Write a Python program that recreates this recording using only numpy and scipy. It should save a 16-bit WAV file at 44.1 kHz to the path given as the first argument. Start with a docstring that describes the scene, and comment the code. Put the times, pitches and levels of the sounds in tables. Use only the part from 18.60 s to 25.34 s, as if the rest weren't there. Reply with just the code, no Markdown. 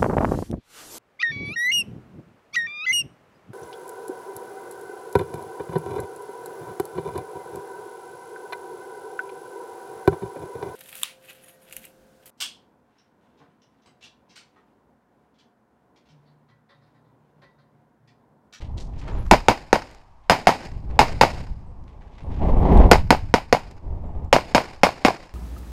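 """A gravel bay on an outdoor range, the microphone near a pistol competitor. Wind buffets it, boots
scuff the stones and spent cases tinkle. From 0.7 s come seven shots: each muzzle blast overloads the
microphone, bounces off ground and plywood walls and rolls away along the earth banks. In the lull
a faint whine falls far off, the boots move on and the strongest gust hits at about 4 s.
Two strings of four shots follow, at 4.3 s and 5.7 s, each with the echoes of a new position."""
import sys
import numpy as np
from scipy import signal
from scipy.fft import rfft, irfft
from scipy.io import wavfile

SR = 44100
rng = np.random.default_rng(int(sys.argv[2]) if len(sys.argv) > 2 else 0)


def store_wav(level_fs):
    """Save 16-bit WAV to argv[1]."""
    pcm = np.round(np.clip(np.atleast_2d(level_fs), -1, 1) * 32767)
    wavfile.write(sys.argv[1], SR, pcm.T.astype(np.int16))


N = 297230
TIME = np.arange(N) / SR
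AGE = TIME[:SR]   # the second after an event


def from_db(db):
    return 10 ** (np.asarray(db) / 20)


def fade(t60):
    """Exponential decay, 60 dB down after t60 seconds."""
    return np.exp(-np.log(1000) * AGE / t60)


def swell(rise_s):
    """Smooth rise from nothing to one."""
    return 1 - np.exp(-(AGE / rise_s) ** 2)


def hiss():
    """One second of white noise."""
    return rng.standard_normal(SR)


def grains(spread_db):
    """One second of noise whose tiny impacts differ widely in size; rms 1."""
    x = hiss() * from_db(spread_db * np.clip(hiss(), -2.5, 2.5))
    return x / x.std()


def drift(rate_hz):
    """Slow random wander of spread 1."""
    step, settle = 40, 2000
    pole = np.exp(-2 * np.pi * step * rate_hz / SR)
    noise = rng.standard_normal(N // step + settle + 2)
    slow = signal.lfilter([1], [1, -2 * pole, pole * pole], noise)[settle:]
    return np.interp(np.arange(N) / step, np.arange(len(slow)), slow / slow.std())


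def add(track, s, sound):
    """Mix a sound into a track at time s."""
    start = max(int(round(s * SR)), 0)
    track[start:start + len(sound)] += sound[:N - start]


def lowpass(x, hz):
    return signal.sosfilt(signal.butter(2, hz, fs=SR, output="sos"), x + 1e-18)


def colour(x, spectrum):
    """Causal (minimum-phase) filter with the given spectrum; white noise keeps its level."""
    size = 4096
    hz, db = np.transpose(spectrum)
    bin_hz = np.arange(size // 2 + 1) * SR / size
    gain = from_db(np.interp(np.log(bin_hz + 1), np.log(hz), db))
    cepstrum = irfft(np.log(gain))
    cepstrum[1:size // 2] *= 2
    cepstrum[size // 2 + 1:] = 0
    response = irfft(np.exp(rfft(cepstrum)))
    return signal.fftconvolve(x, response / np.linalg.norm(response))[:N]


def gust(rise_s, hold_s, fall_db_per_s):
    """Envelope of one gust: it builds, holds and dies away."""
    return np.minimum(TIME / rise_s, 1) * from_db(-fall_db_per_s * np.maximum(TIME - rise_s - hold_s, 0))


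# Spectra of wind rumble, wind flutter and the open air of the bay: (frequency [Hz], relative level [dB])
RUMBLE_SPECTRUM = [(20, 4), (40, 3.5), (70, 1.5), (130, -6.5), (200, -16), (300, -22), (600, -67)]
FLUTTER_SPECTRUM = [(94, -19.5), (160, 0), (332, -6.5), (371, -5), (530, -8.5), (912, -9.5), (1480, -33),
                    (2040, -32), (7690, -60), (8940, -77.5), (11800, -72), (14000, -68.5)]
AIR_SPECTRUM = [(30, 5), (100, -13.5), (200, -20.5), (450, -30), (850, -14.5), (1100, -18), (1400, -30.5),
                (2400, -36.5), (3500, -44), (5000, -41.5), (8000, -48), (15000, -58)]
# Gusts on the microphone: (time [s], rise [s], hold [s], rumble level [dB], flutter level [dB])
GUSTS = [(0, 0.0077, 0.56, -29.5, -48), (0.417, 0.082, 0.095, -26, -40.5), (2.032, 0.086, 0.78, -31, -51.5),
         (2.249, .08, 0.22, -28, -43.5), (2.945, 0.088, 0.66, -42, -55), (3.584, 0.11, .15, -25, -40),
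         (3.778, 0.05, 0.19, -17, -26), (3.969, 0.17, .11, -11.5, -16), (4.967, 0.088, 0.14, -41, -57),
         (5.193, 0.076, 0.37, -31, -44), (6.038, 0.037, 0.082, -44, -72)]


def wind():
    """Gusts rumble on the microphone port; strong ones break into flutter. Faint open air lies below."""
    rumble_power = np.full(N, from_db(-59) ** 2)   # the breeze between gusts
    flutter_power = np.full(N, from_db(-73.5) ** 2)
    for s, rise_s, hold_s, rumble_db, flutter_db in GUSTS:
        add(rumble_power, s, (from_db(rumble_db) * gust(rise_s, hold_s, fall_db_per_s=47)) ** 2)
        add(flutter_power, s, (from_db(flutter_db) * gust(rise_s, hold_s, fall_db_per_s=171.5)) ** 2)
    lumps, eddies = from_db(2.0 * drift(12)), from_db(2.2 * drift(35))
    rumble = colour(rng.standard_normal(N), RUMBLE_SPECTRUM) * np.sqrt(rumble_power) * lumps
    flutter = colour(rng.standard_normal(N), FLUTTER_SPECTRUM) * np.sqrt(flutter_power) * eddies
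    air = from_db(-49) * colour(rng.standard_normal(N), AIR_SPECTRUM)
    return rumble + flutter + air


# Boots on the gravel floor: (time [s], length [s], level [dB], band centre [Hz])
BOOT_SCUFFS = [(0.005, 0.027, -43.5, 3070), (0.17, 0.033, -41, 4900), (0.194, 0.031, -43, 6640),
               (0.308, 0.17, -55.5, 2420), (0.377, 0.036, -49.5, 6040), (0.401, 0.081, -50, 1930),
               (0.467, 0.055, -41, 1398), (0.54, 0.083, -47, 1400), (0.607, 0.15, -56.5, 7000),
               (1.625, 0.062, -65, 2520), (2.291, 0.05, -52, 2170), (3.272, 0.038, -55.5, 2500),
               (3.402, 0.06, -56.5, 2000), (3.51, 0.076, -58.5, 2950), (3.573, 0.05, -53.5, 2450),
               (3.683, 0.15, -49.5, 2320)]
# Sharp ticks of stones and gear: (time [s], level [dB])
STONE_TICKS = [(1.312, -38.5), (1.348, -38.5), (3.24, -52), (3.292, -54), (4.175, -26.5), (4.994, -34),
               (5.112, -35), (5.646, -45.5), (6.63, -39)]


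def gravel():
    """Soles grind small stones, dull when sliding and bright when landing; single stones and gear tick."""
    scuffs, ticks = np.zeros(N), np.zeros(N)
    for s, length_s, db, hz in BOOT_SCUFFS:
        band = signal.butter(1, [hz / 1.6, hz * 1.3], "band", fs=SR, output="sos")
        grit = signal.sosfilt(band, grains(spread_db=9.5))
        envelope = swell(length_s / 5) * np.exp(-(AGE / length_s) ** 0.89)
        add(scuffs, s, from_db(db) * grit / grit.std() * envelope)
    sole = signal.lfilter(*signal.iirpeak(900, 2, fs=SR), scuffs)   # the hollow body of the boot
    for s, db in STONE_TICKS:
        add(ticks, s, from_db(db) * hiss() * fade(0.011))
    crunch = from_db(2.5 * drift(90))
    return lowpass((scuffs + from_db(2) * sole) * crunch + ticks, hz=7000)


# Spent brass landing on the stones: (time [s], pitch [Hz], level [dB])
CASE_LANDINGS = [(0.526, 7100, -59), (0.588, 11100, -55), (0.656, 11550, -62), (3.065, 8050, -71),
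                 (3.635, 9100, -69), (3.865, 13800, -60), (3.97, 7600, -66.5), (3.975, 13800, -58),
                 (3.975, 11550, -62), (4.129, 11800, -49.5), (4.195, 11800, -59), (5.46, 7500, -70.5),
                 (5.648, 7520, -72.5)]


def spent_cases():
    """Each brass case rings in the close pair of modes that the stone excites."""
    out = np.zeros(N)
    for s, hz, db in CASE_LANDINGS:
        twin_hz = hz + rng.uniform(30, 110)
        ring = np.sin(2 * np.pi * hz * AGE) + .6 * np.sin(2 * np.pi * twin_hz * AGE)
        add(out, s, from_db(db) * ring * fade(.26))
    return out


# Where the shooter stands and leans in the bay: (start time [s], ground bounce lag [ms],
# far wall lag [ms], far wall [dB], target slap [dB], scatter [dB], bank roll [dB], thump [dB])
STANCES = [(0, 2.14, 31.6, 4.5, -32.5, -12, -34, -16), (1.5, 1.38, 52, -1.5, -51, -7, -27.5, -23.5),
           (2.2, 2.14, 38, 4.5, -28.5, -7.5, -28, -23.5), (3.5, 4.05, 42, -2.5, -55, -14.5, -39, -21.5),
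           (5.3, 3.67, 56, 0.5, -42, -8.5, -30.5, -30.5)]
ECHO_FOLLOWS = 0.54   # share of a shot's strength in dB that reaches the far wall and the scatter


def stance(s):
    """The echo paths from the place where the shooter stands at time s."""
    row = [row for row in STANCES if row[0] <= s][-1]
    columns = ("ground_ms", "far_ms", "far_db", "slap_db", "scatter_db", "roll_db", "thump_db")
    return dict(zip(columns, row[1:]))


def muzzle_pulse(gas_db, gas_t60):
    """A rounded shock front, then a few milliseconds of turbulent gas that carries the crack."""
    front = lowpass(1. * (AGE == 0), hz=2600)
    return front + from_db(gas_db) * hiss() * fade(gas_t60)


def disperse(x, hz, width_hz):
    """All-pass: sound near hz lingers, so the crack arrives ahead of the boom."""
    radius = np.exp(-np.pi * width_hz / SR)
    feedback = [1, -2 * radius * np.cos(2 * np.pi * hz / SR), radius * radius]
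    return signal.lfilter(feedback[::-1], feedback, x + 1e-18)


# Pistol shots; the nearer plywood wall answers differently with each aim:
# (time [s], strength [dB], wall echo lag [ms], wall echo level [dB])
SHOTS = [(0.7120, 9, 23.6, 15.5), (0.8844, 0.5, 23, -9), (1.1293, -5, 27, 7.5), (1.6976, 0.5, 22, 12.5),
         (1.8710, -3, 20.4, 10.5), (2.3913, 0.5, 23.8, 12.5), (2.6120, -0.5, 22.4, 14),
         (4.3139, 13.5, 18.4, 20.5), (4.5056, 4, 21, 11.5), (4.74, -1, 20, 4.5), (4.9267, -2, 21, 6),
         (5.7282, 1.5, 35.4, 15.5), (5.9479, -1.5, 32.5, 12.5), (6.2339, -1.5, 33.6, 11.5),
         (6.4492, -2.5, 34.2, 13.5)]
# Spectrum of the blast at close range: (frequency [Hz], relative level [dB])
BLAST_SPECTRUM = [(80, -13), (200, -3), (450, -1), (720, 3), (920, 2), (1250, -7), (2300, -10), (3500, -12),
                  (5100, -16), (5800, -21), (6600, -18), (7800, -27), (10000, -31), (15000, -48)]


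def muzzle_blasts():
    """Each blast reaches the microphone directly, then 3 dB down and duller off the ground."""
    out = np.zeros(N)
    blast_db, treble_kept = 21.5, 0.51
    for s, db, *_ in SHOTS:
        pulse = muzzle_pulse(gas_db=-18, gas_t60=.009)
        bounce = treble_kept * pulse + (1 - treble_kept) * lowpass(pulse, hz=1000)
        add(out, s, from_db(blast_db + db) * pulse)
        add(out, s + stance(s)["ground_ms"] / 1000, from_db(blast_db + db - 3) * bounce)
    return colour(disperse(out, hz=500, width_hz=1200), BLAST_SPECTRUM)


# Resonances of the microphone housing: (frequency [Hz], width [Hz], gain [dB])
HOUSING_MODES = [(1505, 110, 4.5), (2320, 140, -1), (3380, 440, -3.5), (5090, 990, 7), (6700, 690, 5.5),
                 (8700, 340, 3)]


def housing(x):
    """The cavity in front of the microphone adds narrow peaks and dips."""
    for hz, width_hz, db in HOUSING_MODES:
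        band = signal.lfilter(*signal.iirpeak(hz, hz / width_hz, fs=SR), x)
        x = x + (from_db(db) - 1) * band
    return x


# Spectrum of the echoes off nearby props: (frequency [Hz], relative level [dB])
SCATTER_SPECTRUM = [(47, -33), (80, -11.5), (250, -6.5), (379, -16), (526, -9.5), (833, -3), (971, -3.5),
                    (1080, -11), (1570, -19), (2280, -12), (3380, -21), (5130, -25.5), (5720, -32),
                    (7280, -32.5), (15000, -37.5)]


def prop_scatter():
    """Posts, barrels and people throw back a dense cloud of echoes that changes as the shooter moves."""
    out, pattern, last_s = np.zeros(N), grains(spread_db=4), 0
    for s, db, *_ in SHOTS:
        kept = np.exp(-(s - last_s) / 0.76)   # shots in quick succession share much of their pattern
        pattern = kept * pattern + np.sqrt(1 - kept ** 2) * grains(spread_db=3)
        last_s = s
        gain = from_db(stance(s)["scatter_db"] + ECHO_FOLLOWS * db)
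        add(out, s, gain * pattern * swell(0.0024) * fade(0.17))
    return colour(out, SCATTER_SPECTRUM)


# Spectrum of the roll along the banks around the bay: (frequency [Hz], relative level [dB])
ROLL_SPECTRUM = [(47, -43), (80, -2), (109, -2.5), (332, -3.5), (503, -4.5), (587, -3.5), (815, -1.5),
                 (1260, -16.5), (2230, -11), (3380, -19), (5020, -21), (5980, -31.5), (7440, -26.5),
                 (14000, -39.5), (15000, -56)]


def bank_roll():
    """The report rolls away, dulled, along the earth banks; the far bank returns one more soft swell."""
    low, high = np.zeros(N), np.zeros(N)
    far_bank_lag_s = .175
    for s, *_ in SHOTS:
        roll_db = stance(s)["roll_db"]
        roll = from_db(roll_db) * grains(spread_db=3.5) * swell(0.026)
        far_bank = from_db(roll_db - 6) * grains(spread_db=3.5) * swell(0.0089) * fade(0.1)
        for track, t60 in (low, 0.65), (high, 0.66):
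            add(track, s, roll * fade(t60))
            add(track, s + far_bank_lag_s, far_bank)
    uneven = from_db(2.2 * drift(55))
    return colour(high + lowpass(low - high, hz=3500), ROLL_SPECTRUM) * uneven


def gas_thumps():
    """The expanding gas gives the microphone a short punch, then one slow push and pull."""
    out = np.zeros(N)
    for s, db, *_ in SHOTS:
        thump_db = stance(s)["thump_db"] + db
        punch = lowpass(hiss(), hz=378)
        add(out, s + 0.0014, from_db(thump_db + 5) * punch / punch.std() * fade(0.1))
        add(out, s + .003, from_db(thump_db + 3) * np.sin(2 * np.pi * 45 * AGE) * fade(.075))
    return out


# Spectrum of the echo off plywood: (frequency [Hz], relative level [dB])
PLYWOOD_SPECTRUM = [(100, -18), (250, -7), (450, -1), (720, 3), (920, 0), (1300, -12), (2300, -16),
                    (3500, -25), (5000, -24), (8000, -37), (15000, -52)]


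def wall_echoes():
    """Two plywood walls, one nearer and one farther off, return mostly the boom of each blast."""
    out = np.zeros(N)
    for s, db, near_ms, near_db in SHOTS:
        here = stance(s)
        far_db = here["far_db"] + ECHO_FOLLOWS * db
        add(out, s + near_ms / 1000, from_db(near_db) * muzzle_pulse(gas_db=-21.5, gas_t60=.02))
        add(out, s + here["far_ms"] / 1000, from_db(far_db) * muzzle_pulse(gas_db=-22, gas_t60=.02))
    return colour(disperse(out, hz=700, width_hz=700), PLYWOOD_SPECTRUM)


# Spectrum of the echoes from down range: (frequency [Hz], relative level [dB])
SLAP_SPECTRUM = [(200, -6), (800, 8), (1400, 3.5), (2400, 2), (3500, -12), (5200, -6.5),
                 (8000, -21.5), (15000, -30)]


def target_slaps():
    """Targets and frames down range return thin separate echoes: one at a steady lag, eight scattered."""
    out = np.zeros(N)
    steady_lag_s, count, fall_db_per_s = .091, 8, 45
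    for s, *_ in SHOTS:
        here = stance(s)
        add(out, s + steady_lag_s, from_db(here["slap_db"]) * hiss() * fade(.03))
        for lag_s, db in zip(rng.uniform(.06, .27, count), rng.normal(-7, 3, count)):
            gain = from_db(here["roll_db"] + db - fall_db_per_s * lag_s)
            add(out, s + lag_s, gain * hiss() * fade(.035))
    return colour(out, SLAP_SPECTRUM)


def distant_whine():
    """A faint falling whine, as of a tumbling ricochet far off."""
    out = np.zeros(N)
    hz = 540 * np.exp(-1.7 * AGE)
    tone = np.sin(2 * np.pi * np.cumsum(hz) / SR)
    envelope = swell(0.036) * np.exp(-(AGE / 0.094) ** 4)
    add(out, 3.05, from_db(-52.5) * tone * envelope)
    return out


def scene():
    """The bay from one mono microphone, whose housing colours the blasts and their echoes."""
    reports = muzzle_blasts() + wall_echoes() + prop_scatter() + target_slaps() + bank_roll()
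    gunfire = housing(reports) + gas_thumps()
    return (gunfire + wind() + gravel() + spent_cases() + distant_whine())[None]


def record(dry):
    """The microphone saturates on every blast; the treble is softened and the very top cut."""
    ceiling, cutoff_hz = .95, 15000
    squashed = dry / (1 + (dry / ceiling) ** 4) ** .25
    dulled = signal.lfilter([.5], [1, -.5], squashed, axis=-1)
    softened = squashed + 0.87 * (dulled - squashed)
    return signal.sosfilt(signal.ellip(8, .1, 80, cutoff_hz, fs=SR, output="sos"), softened)


dry = scene()
out = record(dry)
store_wav(out)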